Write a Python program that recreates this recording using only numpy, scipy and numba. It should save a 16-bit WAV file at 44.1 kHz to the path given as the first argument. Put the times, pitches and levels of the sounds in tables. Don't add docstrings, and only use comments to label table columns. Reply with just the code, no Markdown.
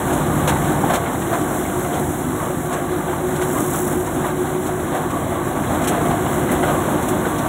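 import sys
import numpy as np
from scipy import signal
from scipy.fft import rfft, irfft
from scipy.io import wavfile
from scipy.ndimage import uniform_filter1d
from numba import njit

SR = 44100
rng = np.random.default_rng(int(sys.argv[2]) if len(sys.argv) > 2 else 0)


def gain_from_db(level_db):
    decades = np.asarray(level_db, float) / 20
    return 10 ** decades


def file_out(sig):
    cols = np.atleast_2d(sig).T
    lim = np.clip(cols, -1, 1)
    pcm = np.round(lim * 32767).astype(np.int16)
    wavfile.write(sys.argv[1], SR, pcm)


N = 329868


def level(x, db):
    return x * gain_from_db(db) / np.sqrt(np.mean(x ** 2))


@njit
def svf(x, hz, width):
    y, band, low = np.empty(len(x)), 0., 0.
    g, k = np.tan(np.pi * hz / SR), width / hz
    for i in range(len(x)):
        v = (band + g * (x[i] - low)) / (1 + g * (g + k))
        band, low = 2 * v - band, low + 2 * g * v
        y[i] = k * v
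    return y


def svf_twice(x, hz, width, second_width):
    return svf(svf(x, 1. * hz, 1. * width), 1. * hz, 1. * second_width)


def noise():
    return rng.standard_normal(N)


def walk(rate):
    hold = int(SR / rate)
    steps = np.repeat(rng.standard_normal(N // hold + 1), hold)
    return 1.42 * uniform_filter1d(uniform_filter1d(steps, hold), hold)[:N]


def flutter(rate):
    w = walk(rate)
    return w - uniform_filter1d(w, SR // 4)


def shape(hz, spectrum):
    f, db = np.transpose(spectrum)
    return gain_from_db(np.interp(np.log(hz + 1), np.log(f), db))


def colour(x, spectrum):
    return irfft(rfft(x) * shape(np.arange(N // 2 + 1) * SR / N, spectrum), N)


def knocks(rate, scatter_db):
    hit, size, sign = rng.random((3, N))
    return (hit < rate / SR) * gain_from_db(-scatter_db * np.log(1 - .97 * size)) * np.sign(sign - .5)


def bursts(times, peaks_db, lengths, rise):
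    env, t = np.zeros(N), np.arange(SR // 2) / SR
    for s, db, length in zip(times, peaks_db, lengths):
        at = int(s * SR)
        blow = np.minimum(t / rise, 1) * np.exp(-(t / length) ** 1.77)
        env[at:at + len(t)] += (gain_from_db(db) * blow)[:N - at]
    return env


def thud(table, hz, width, gain_db, t60):
    s, db, _ = np.transpose(table)
    contact = level(svf_twice(noise(), hz, width, width), gain_db)
    return contact * bursts(s - .001, db, t60 / 5 + 0 * s, .0035)


def rings(table, gain_db, rise, t60):
    out, t = np.zeros(N), np.arange(SR // 2) / SR
    for s, db, f in table:
        at = int(s * SR)
        pair = np.sin(2 * np.pi * f * t) + .6 * np.sin(2 * np.pi * 1.035 * f * t)
        ring = pair * np.minimum(t / rise, 1) * 1000 ** (-t / t60)
        out[at:at + len(t)] += gain_from_db(db + gain_db) * ring[:N - at]
    return out


def panels(modes):
    out = 0
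    for hz, width, db in modes:
        rain = knocks(300, 2.8) * gain_from_db(1.7 * flutter(8.7))
        out = out + level(svf_twice(rain, hz, width, 3.45 * width), db)
    return out


def curves(table):
    s, *columns = np.transpose(table)
    return (np.interp(np.arange(N) / SR, s, c) for c in columns)


def swells(table, rise, fall):
    s, *columns = np.transpose(table)
    late = np.arange(0, N + 64, 64)[:, None] / SR - s
    bell = np.exp(-(late / np.where(late < 0, rise, fall)) ** 2)
    return (np.interp(np.arange(N) / 64, np.arange(len(bell)), bell @ c) for c in columns)


# (time [s], firing rate [Hz])
SPEED = [
    (0, 50.68),
    (.75, 50.7),
    (1.75, 50.82),
    (2.25, 50.96),
    (2.75, 51.08),
    (4.25, 51.13),
    (5.5, 51.08),
    (6.75, 51.05),
    (7.48, 50.94),
]


def tones(table, waver_db, rate):
    hz, = curves(SPEED)
    turns = np.cumsum(hz) / SR
    out = 0
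    for k, db in table:
        strength = gain_from_db(db + waver_db * min(k / 4, 1) * walk(rate))
        out = out + strength * np.sin(2 * np.pi * (k * turns + rng.random()))
    return out * np.sqrt(2)


# (order of the four-firing cycle [count], level [dB])
EXHAUST_ORDERS = [(4, -42), (8, -40), (9, -44), (11, -39), (12, -32), (13, -43), (14, -42), (16, -41),
                  (17, -43), (20, -38), (21, -41), (24, -36), (26, -41), (32, -47), (40, -46)]
# (speed [turns a firing], level [dB])
SHAFTS = [(1.145, -49), (1.371, -50), (1.429, -47), (1.622, -40), (1.713, -46), (4.856, -42), (5.903, -40),
          (6.098, -42), (6.56, -40)]


def diesel():
    exhaust = [(k / 4, db) for k, db in EXHAUST_ORDERS]
    return tones(exhaust + SHAFTS, 2.0, 3)


# (speed [turns a firing], level [dB])
GEAR_MESH = [(6.99, -1), (7.122, -1), (7.228, 0)]


def gears():
    return level(tones(GEAR_MESH, 2.04, 6), 0)


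# (frequency [Hz], density [dB per Hz])
CHAFF = [(1500, -11), (2500, -18), (4000, -16), (6000, -3), (7600, 4), (9000, 1), (9350, -7), (9700, 3),
         (10200, 3.5), (11500, -2.5), (12800, 0), (16000, -5)]


def chaff(surge):
    ticks = signal.lfilter([1], [1, -.3], knocks(2500, 3.1)) * gain_from_db(0.56 * walk(22))
    hiss = noise() * gain_from_db(0.75 * flutter(18))
    return level(colour((level(ticks, -5) + hiss) * gain_from_db(0.64 * surge), CHAFF), 0)


# (time [s], level [dB])
RUSTLE = [
    (3.36, -55),
    (3.43, -34.5),
    (3.6, -30.5),
    (3.78, -29),
    (3.92, -33),
    (4.05, -40),
    (4.15, -60),
]


def rustle():
    grains = signal.lfilter([1], [1, -.985], np.abs(knocks(1800, 3.5)))
    db, = curves(RUSTLE)
    return gain_from_db(db) * level(colour(grains * noise(), CHAFF), 0)


# (time [s], peak level [dB])
SNAPS = [(0.475, -15), (0.937, -18), (1.997, -19), (2.729, -20), (4.949, -21), (5.875, -16), (6.512, -19),
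         (6.9, -21), (7.03, -21), (7.08, -19), (7.386, -21), (3.4735, -19), (3.4894, -16), (3.5294, -15),
         (3.6164, -16), (3.6214, -21), (3.6494, -25), (3.6794, -21), (3.76, -16), (3.7714, -19),
         (3.7898, -13), (3.8854, -18)]


def snaps():
    s, db = np.transpose(SNAPS)
    return level(colour(noise(), CHAFF), -13.0) * bursts(s, db, 0.003 + 0 * s, .0004)


# (frequency [Hz], width [Hz], level [dB])
LOOSE_SHEET = [(613, 130, -1), (900, 105, 1.5), (1180, 150, -1), (1560, 160, -3), (2020, 180, -7.5)]


def clatter():
    clump = gain_from_db(6.5 * flutter(9))
    out = 0
    for hz, width, db in LOOSE_SHEET:
        out = out + level(svf_twice(knocks(70, 3.5) * clump, hz, width, 2 * width), db)
    return level(out, 0)


# (time [s], peak level [dB], body level [dB re peak], dust level [dB re peak])
SLAPS = [(0.129, -21, -15, -10), (0.477, -17.5, -3.5, -4), (0.493, -27.5, -7, -13), (0.9, -31, 1, -8),
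         (0.936, -18.5, -7.5, -10), (0.955, -31, 3, -10), (1.33, -35, 2, -6), (1.415, -36, 2, -6),
         (6.9, -32, -10, 0), (0.645, -34, -2, -8), (1.128, -27, -19, -12), (1.215, -34, -4, -6),
         (1.94, -29, -6, -11), (1.992, -31.5, -11, 5), (2.7284, -22.5, -13, -13), (2.916, -34, -11, -11),
         (3.3594, -27.5, -6, -14), (3.417, -23.5, -7, -8), (4.0612, -27, -13, -11), (4.2614, -35, -10, 6),
         (4.6658, -26, -9.5, -15), (4.9482, -29, -11, -17), (5.102, -28, -14, -11), (5.8167, -27, -10, -11),
         (5.84, -24, -7, -12), (5.874, -14.5, -9, -10), (6.514, -28, -7, 7), (6.7794, -32, -10, -8),
         (7.0244, -26, -10, -5), (7.084, -22, -9, -2), (7.384, -30.5, 0.5, -6)]


def slaps():
    s, db, body_db, dust_db = np.transpose(SLAPS)
    length = 0.023 + .0003 * (db - db.mean())
    grit = colour(noise() + .4 * knocks(2000, 2.5), CHAFF)
    coarse = signal.sosfilt(signal.butter(4, 9300, "low", fs=SR, output="sos"), grit)
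    fine = signal.sosfilt(signal.butter(4, 9300, "high", fs=SR, output="sos"), grit)
    spray = level(coarse, -8.5) * bursts(s - .002, db, length, 0.0074)
    dust = level(fine, -6.0) * bursts(s - .002, db + dust_db, length, 0.0046)
    body = level(svf(noise(), 2750.0, 3800.0), 0.5) * bursts(s - .003, db + body_db, length, 0.0027)
    return spray + dust + body


# (time [s], peak level [dB], ring [Hz])
POD_KNOCKS = [(0.298, -13, 797), (0.749, -16, 751), (0.837, -11, 783), (1.559, -15, 720), (1.85, -14, 719),
              (1.939, -19, 694), (2.025, -19, 880), (2.133, -16, 686), (2.705, -16, 690), (2.782, -15, 610),
              (3.082, -13, 689), (3.203, -15, 560), (3.637, -13, 790), (3.779, -17, 815), (4.691, -17, 703),
              (5.035, -16, 721), (5.137, -16, 1080), (5.264, -14, 622), (5.319, -12, 674),
              (5.512, -14, 751), (5.551, -15, 630), (5.693, -11, 670), (5.816, -12, 662), (6.009, -12, 458),
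              (6.175, -13, 689), (6.232, -13, 690), (6.293, -15, 471), (6.406, -17, 694), (6.782, -13, 678),
              (6.877, -16, 517), (7.125, -13, 616), (7.225, -15, 501), (7.264, -10, 473), (7.459, -12, 692)]
# (time [s], peak level [dB], ring [Hz])
TAPS = [(0.0802, -21, 1560), (0.1022, -22, 1570), (0.2109, -20, 1420), (0.4, -23, 1550),
        (0.4753, -16, 1340), (0.7991, -22, 1630), (0.8994, -17, 1560), (0.9363, -16, 1540),
        (1.0375, -21, 1340), (1.2635, -22, 1440), (1.3054, -23, 1480), (1.3299, -22, 1540),
        (1.8462, -20, 1320), (2.7222, -19, 1460), (2.8374, -27, 1470), (2.8928, -28, 1590),
        (2.9592, -26, 1380), (3.1338, -23, 1370), (3.256, -24, 1500), (3.3583, -22, 1500),
        (3.3937, -21, 1420), (3.4241, -18, 1500), (3.5019, -24, 1530), (3.6032, -24, 1510),
        (3.7449, -17, 1350), (4.2063, -28, 1570), (5.0379, -22, 1430), (5.472, -28, 1600),
        (5.5672, -24, 1460), (5.8731, -18, 1300), (5.9179, -22, 1310), (6.0082, -23, 1400),
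        (6.133, -24, 1540), (6.1714, -22, 1530), (6.4198, -22, 1430), (6.4687, -18, 1300),
        (6.6348, -14, 1450), (6.7426, -22, 1340), (6.8389, -20, 1380), (7.0319, -21, 1450),
        (7.1207, -21, 1340), (7.2529, -15, 1520)]


def pods():
    knock_t60, tap_t60 = 0.11, .06
    on_casing = rings(POD_KNOCKS, -9.0, .002, knock_t60) + thud(POD_KNOCKS, 840.0, 700., -17.0, knock_t60)
    on_feed_sheet = rings(TAPS, -6.0, .0015, tap_t60) + thud(TAPS, 2150.0, 2000., -17.0, tap_t60)
    return on_casing + on_feed_sheet


# (time [s], peak level [dB], ring [Hz])
THUMPS = [(0.067, -19, 676), (0.11, -17, 805), (0.474, -13, 920), (0.475, -14, 504), (0.494, -18, 915),
          (0.518, -18, 880), (0.558, -13, 880), (0.902, -9.5, 685), (0.837, -17, 800), (4.69, -18, 700),
          (2.5, -18, 560), (0.936, -13, 698), (1.328, -10, 680), (1.35, -19, 684), (1.376, -17, 730),
          (2.73, -14, 692), (3.129, -18, 880), (3.552, -23, 1054), (4.075, -21, 946), (4.243, -19, 830),
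          (4.289, -21, 594), (4.949, -19, 733), (5.101, -18, 1087), (5.728, -19, 607), (5.918, -19, 703),
          (6.052, -17, 705), (6.107, -12, 758), (6.264, -27, 670), (6.629, -19, 810), (6.634, -16, 564),
          (6.7, -16, 563), (6.744, -16, 509), (6.53, -19, 520), (6.685, -15.5, 720), (6.752, -21, 646)]
# (time [s], peak level [dB], ring [Hz])
PINGS = [(0.645, -25, 2200), (1.0594, -21, 2170), (1.2156, -20, 1870), (1.6516, -24, 2160),
         (2.5994, -35, 1790), (2.7297, -31, 1910), (3.4131, -23, 1890), (4.0687, -27, 1810),
         (4.2413, -20, 1910), (4.2894, -34, 1930), (4.6823, -33, 2160), (4.9494, -22, 1970),
         (5.6361, -21, 2050), (5.7862, -28, 2050), (6.0646, -25, 2040), (6.2617, -20, 2050),
         (6.49, -19, 2020), (6.629, -16, 2000)]
# (time [s], peak level [dB], ring [Hz])
TINKS = [(1.2221, -31, 2760), (1.3344, -30, 3080), (1.9394, -33, 3020), (5.9194, -37, 2730),
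         (6.0586, -30, 3140), (6.2617, -27, 2850), (6.3445, -32, 2840), (6.5494, -31, 2820),
         (6.628, -24, 3100), (6.684, -23, 3150), (7.3594, -29, 3260)]
# (time [s], peak level [dB], ring [Hz])
BOOMS = [(0.13, -18, 303), (0.57, -18, 304), (0.69, -15, 301), (0.83, -16, 297), (1.4, -15.5, 302),
         (2.26, -18, 254), (3.47, -19, 249), (3.6, -14, 300), (5.12, -17, 253), (6.01, -15, 302),
         (6.54, -13, 247), (4.15, -20, 253), (6.88, -16, 305), (7.1, -17, 304)]


def blows():
    thump_t60, ping_t60, tink_t60, boom_t60 = 0.14, 0.077, 0.057, 0.37
    thumps = thud(THUMPS, 1020.0, 950.0, -12.0, thump_t60) + rings(THUMPS, -4.0, 0.0025, thump_t60)
    pings = thud(PINGS, 1350.0, 1200.0, -8.5, ping_t60) + rings(PINGS, -4.5, 0.0034, ping_t60)
    tinks = thud(TINKS, 3400.0, 1200., -14, tink_t60) + rings(TINKS, -4, 0.0022, tink_t60)
    return thumps + pings + tinks + rings(BOOMS, -1.5, 0.018, boom_t60)


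# (frequency [Hz], width [Hz], level [dB])
HOOD = [(689.8, 8.5, 0.5), (713, 25, -4.5)]
# (frequency [Hz], width [Hz], level [dB])
CHUTE = [(1081, 22, -3), (1138.5, 22.6, 1), (1210, 32, -6.5)]


def sheets(hood_db, chute_db):
    hood = gain_from_db(-38.5 + hood_db) * level(panels(HOOD), 0)
    return hood + gain_from_db(-36.5 + chute_db) * level(panels(CHUTE), 0)


# (frequency [Hz], width [Hz], level [dB])
CASING = [(82.5, 6.3, -42), (114.2, 10, -39.5), (138.5, 8.7, -39.5), (200.3, 4.9, -45), (253.9, 11.2, -36),
          (304, 13, -37), (332, 6.2, -44), (501.8, 11.6, -42.5), (747.4, 20, -40.5), (787.4, 13, -39.5),
          (944, 8.5, -43), (1560, 166, -42), (2050, 260, -44.5), (3080, 1140, -47.5), (3890, 370, -48.5),
          (646, 19, -42), (462.4, 8.5, -41.5), (556, 10, -45.5), (605, 14, -45)]


def casing(lift_db, low_db, deep_db):
    axle, low, rest = panels(CASING[:3]), panels(CASING[3:7]), panels(CASING[7:])
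    return gain_from_db(deep_db) * axle + gain_from_db(low_db) * low + gain_from_db(lift_db) * rest


# (frequency [Hz], density [dB per Hz])
ROAR = [(24, -41), (40, -11.5), (140, -1.5), (207, 0), (358, -1), (436, -7.5), (697, -4.5), (1010, -8.5),
        (1140, -12), (1280, -12.5), (1550, -11.5), (2080, -25), (2590, -29), (3820, -22.5), (4300, -48),
        (5590, -73), (9460, -120)]


def roar(lift_db, low_db, deep_db, surge):
    out = 0
    for hz in 45 * 2 ** np.arange(0, 6.7, 1 / 4):
        band = svf_twice(noise(), hz, hz / 4, hz / 4)
        reach = min(hz / 630.0, 1)
        lean_db = lift_db * (hz > 400) + low_db * (170 < hz < 400) + deep_db * (hz < 170)
        stir_db = 1.25 * reach * surge + 1.2 * flutter(12)
        out = out + shape(hz, ROAR) * gain_from_db(stir_db + lean_db) * band
    return level(out, 0)


# (time [s], nearness [dB], facing the gearbox [dB], crop in the air [dB])
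PHONE = [(0.0, 0.5, 4, 0), (0.2, 1.5, -0.5, -0.5), (0.9, 1.5, -3, -0.5), (1.05, -0.5, -4.5, -1.5),
         (1.5, -1, -3.5, 2.5), (2.5, -3, -0.5, 1.5), (2.95, -2.5, 2, -0.5), (3.4, -1.5, 5, 0.5),
         (4.05, -2.5, 6.5, 1), (4.7, -2, 3.5, -0.5), (5.45, -1, -1.5, -2), (5.75, 1, -2, -1.5),
         (6.7, 1.5, -1, -1), (7.25, 1, 0.5, -2), (7.48, -0.5, -10, 0)]
# (time [s], roar lift [dB], hood rung [dB], chute rung [dB])
WADS = [(0.1, 0.5, 6.5, -2), (0.3, -1, -2, 4), (0.5, 4, -2, -4), (0.91, 5, 11, 2), (1.07, 2, 5, 2),
        (1.18, -2, 0, -3), (1.35, 2, 11.5, 2), (1.57, 0, 7, 2), (1.8, 0, 10, 2), (1.95, 3.5, 13, -2),
        (2.1, -1.5, -1, -7), (2.42, 1.5, -2, 8), (2.73, 4, 14, 7), (3.07, 1, 11.5, 3), (3.42, 2, -6, 2),
        (3.57, 2.5, 2, 8), (3.75, 4, -3, 2), (4.08, 1.5, 3, -1), (4.27, 3.5, 4, 4), (4.6, -2, -3, -3),
        (4.95, 3, 2, 5.5), (5.16, -0.5, 10.5, 4), (5.4, -1.5, 3, 2), (5.93, 3.5, 13.5, 4), (6.1, 1, 10, 2),
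        (6.32, -2, 4, 1), (6.52, 2, 3, -2), (6.68, 3, 7, 6), (7.1, 0, 0, 2), (7.41, 1.5, 6, 5)]
# (time [s], engine [dB], gears [dB], low panels [dB], axle [dB])
HEAVES = [(0.14, 3.5, 0.5, -5, 3), (0.6, 2, 2, 2, 5), (0.35, 3, -2, -1, 3), (0.82, -1.5, -8, 5, 1),
          (1.43, 3, 4, 3, -4), (1.8, 1, 6.5, -3, 3), (2.05, 3, 4.5, 2, 3), (2.28, -2, -2, 5, 4),
          (2.92, 5, 4, -3, -9), (3.38, 1.5, 3, -6, 0), (3.52, 0, -1.5, 4, 3), (3.65, -3, -1, 4, 3),
          (3.94, 8, 2.5, -2, -3), (4.12, 7, -5, 0.5, 3), (4.37, 2, 3.5, 4, -4), (4.72, -4, 3, 1.5, 3),
          (5.25, 1, -1, 0.5, 1), (5.38, -2, 6, -2, 0), (5.8, 0, 3, 1, -1), (6.08, 6, -1.5, -1, -1),
          (6.55, 0, 3, 2, -1), (6.68, 2, 4, -4, 2), (7.05, -1, 1.5, 0, -1), (7.27, 0, 0.5, 0, -4)]


def scene():
    near_db, facing_db, flying_db = curves(PHONE)
    lift_db, _, _ = swells(WADS, 0.021, 0.051)
    _, hood_db, chute_db = swells(WADS, 0.053, 0.11)
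    engine_db, gear_db, low_db, deep_db = swells(HEAVES, 0.084, 0.084)
    surge = flutter(16)
    lift_db = lift_db + 1.5 * flutter(7)

    engine = gain_from_db(0.8 + 0.54 * engine_db) * diesel()
    gearbox = gain_from_db(-28.5 + facing_db + gear_db) * gears()
    husks = gain_from_db(-33 + flying_db) * chaff(surge)
    rattle = gain_from_db(-37.5 + lift_db) * clatter()
    drum = gain_from_db(-22) * roar(lift_db, 0.37 * low_db, deep_db, surge)
    shell = gain_from_db(-0.5) * casing(lift_db, low_db, deep_db)
    steady = engine + gearbox + husks + rattle + drum + shell + sheets(hood_db, chute_db)
    return (gain_from_db(near_db) * steady + rustle() + snaps() + slaps() + pods() + blows())[None]


def starve(x, under_db):
    hz, _, z = signal.stft(x, SR, nperseg=2048)
    power = np.abs(z[:1024].reshape(128, 8, -1)) ** 2
    weak = power.mean(axis=1) < power[40:48].mean() * gain_from_db(2 * under_db)
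    keep = ~weak | (hz[:1024:8, None] < 1000)
    z[:1024] *= np.repeat(keep, 8, axis=0)
    return signal.istft(z, SR, nperseg=2048)[1][:N]


def roll_off(x):
    return signal.sosfilt(signal.butter(12, 17090, fs=SR, output="sos"), x)


# (frequency [Hz], width [Hz])
PORT_NOTCH = [(4760, 1570), (4890, 900)]
# (frequency [Hz], gain [dB])
PORT_TOP = [(13000, -.5), (13800, -6), (14600, -3), (15500, 1.5)]


def record(dry):
    x = np.tanh(.6 * dry[0]) / .6
    x = signal.sosfilt(signal.butter(4, 44, "high", fs=SR, output="sos"), x)
    for hz, width in PORT_NOTCH:
        x = x - svf(x, 1. * hz, 1. * width)
    x = x - .22 * svf(x, 2680., 300.)
    x = colour(x, PORT_TOP)
    x = signal.sosfilt(signal.ellip(12, .3, 90, 15720, fs=SR, output="sos"), x)
    mix = starve(x, under_db=-19.5)[None]
    return roll_off(mix)


dry = scene()
out = record(dry)
file_out(out)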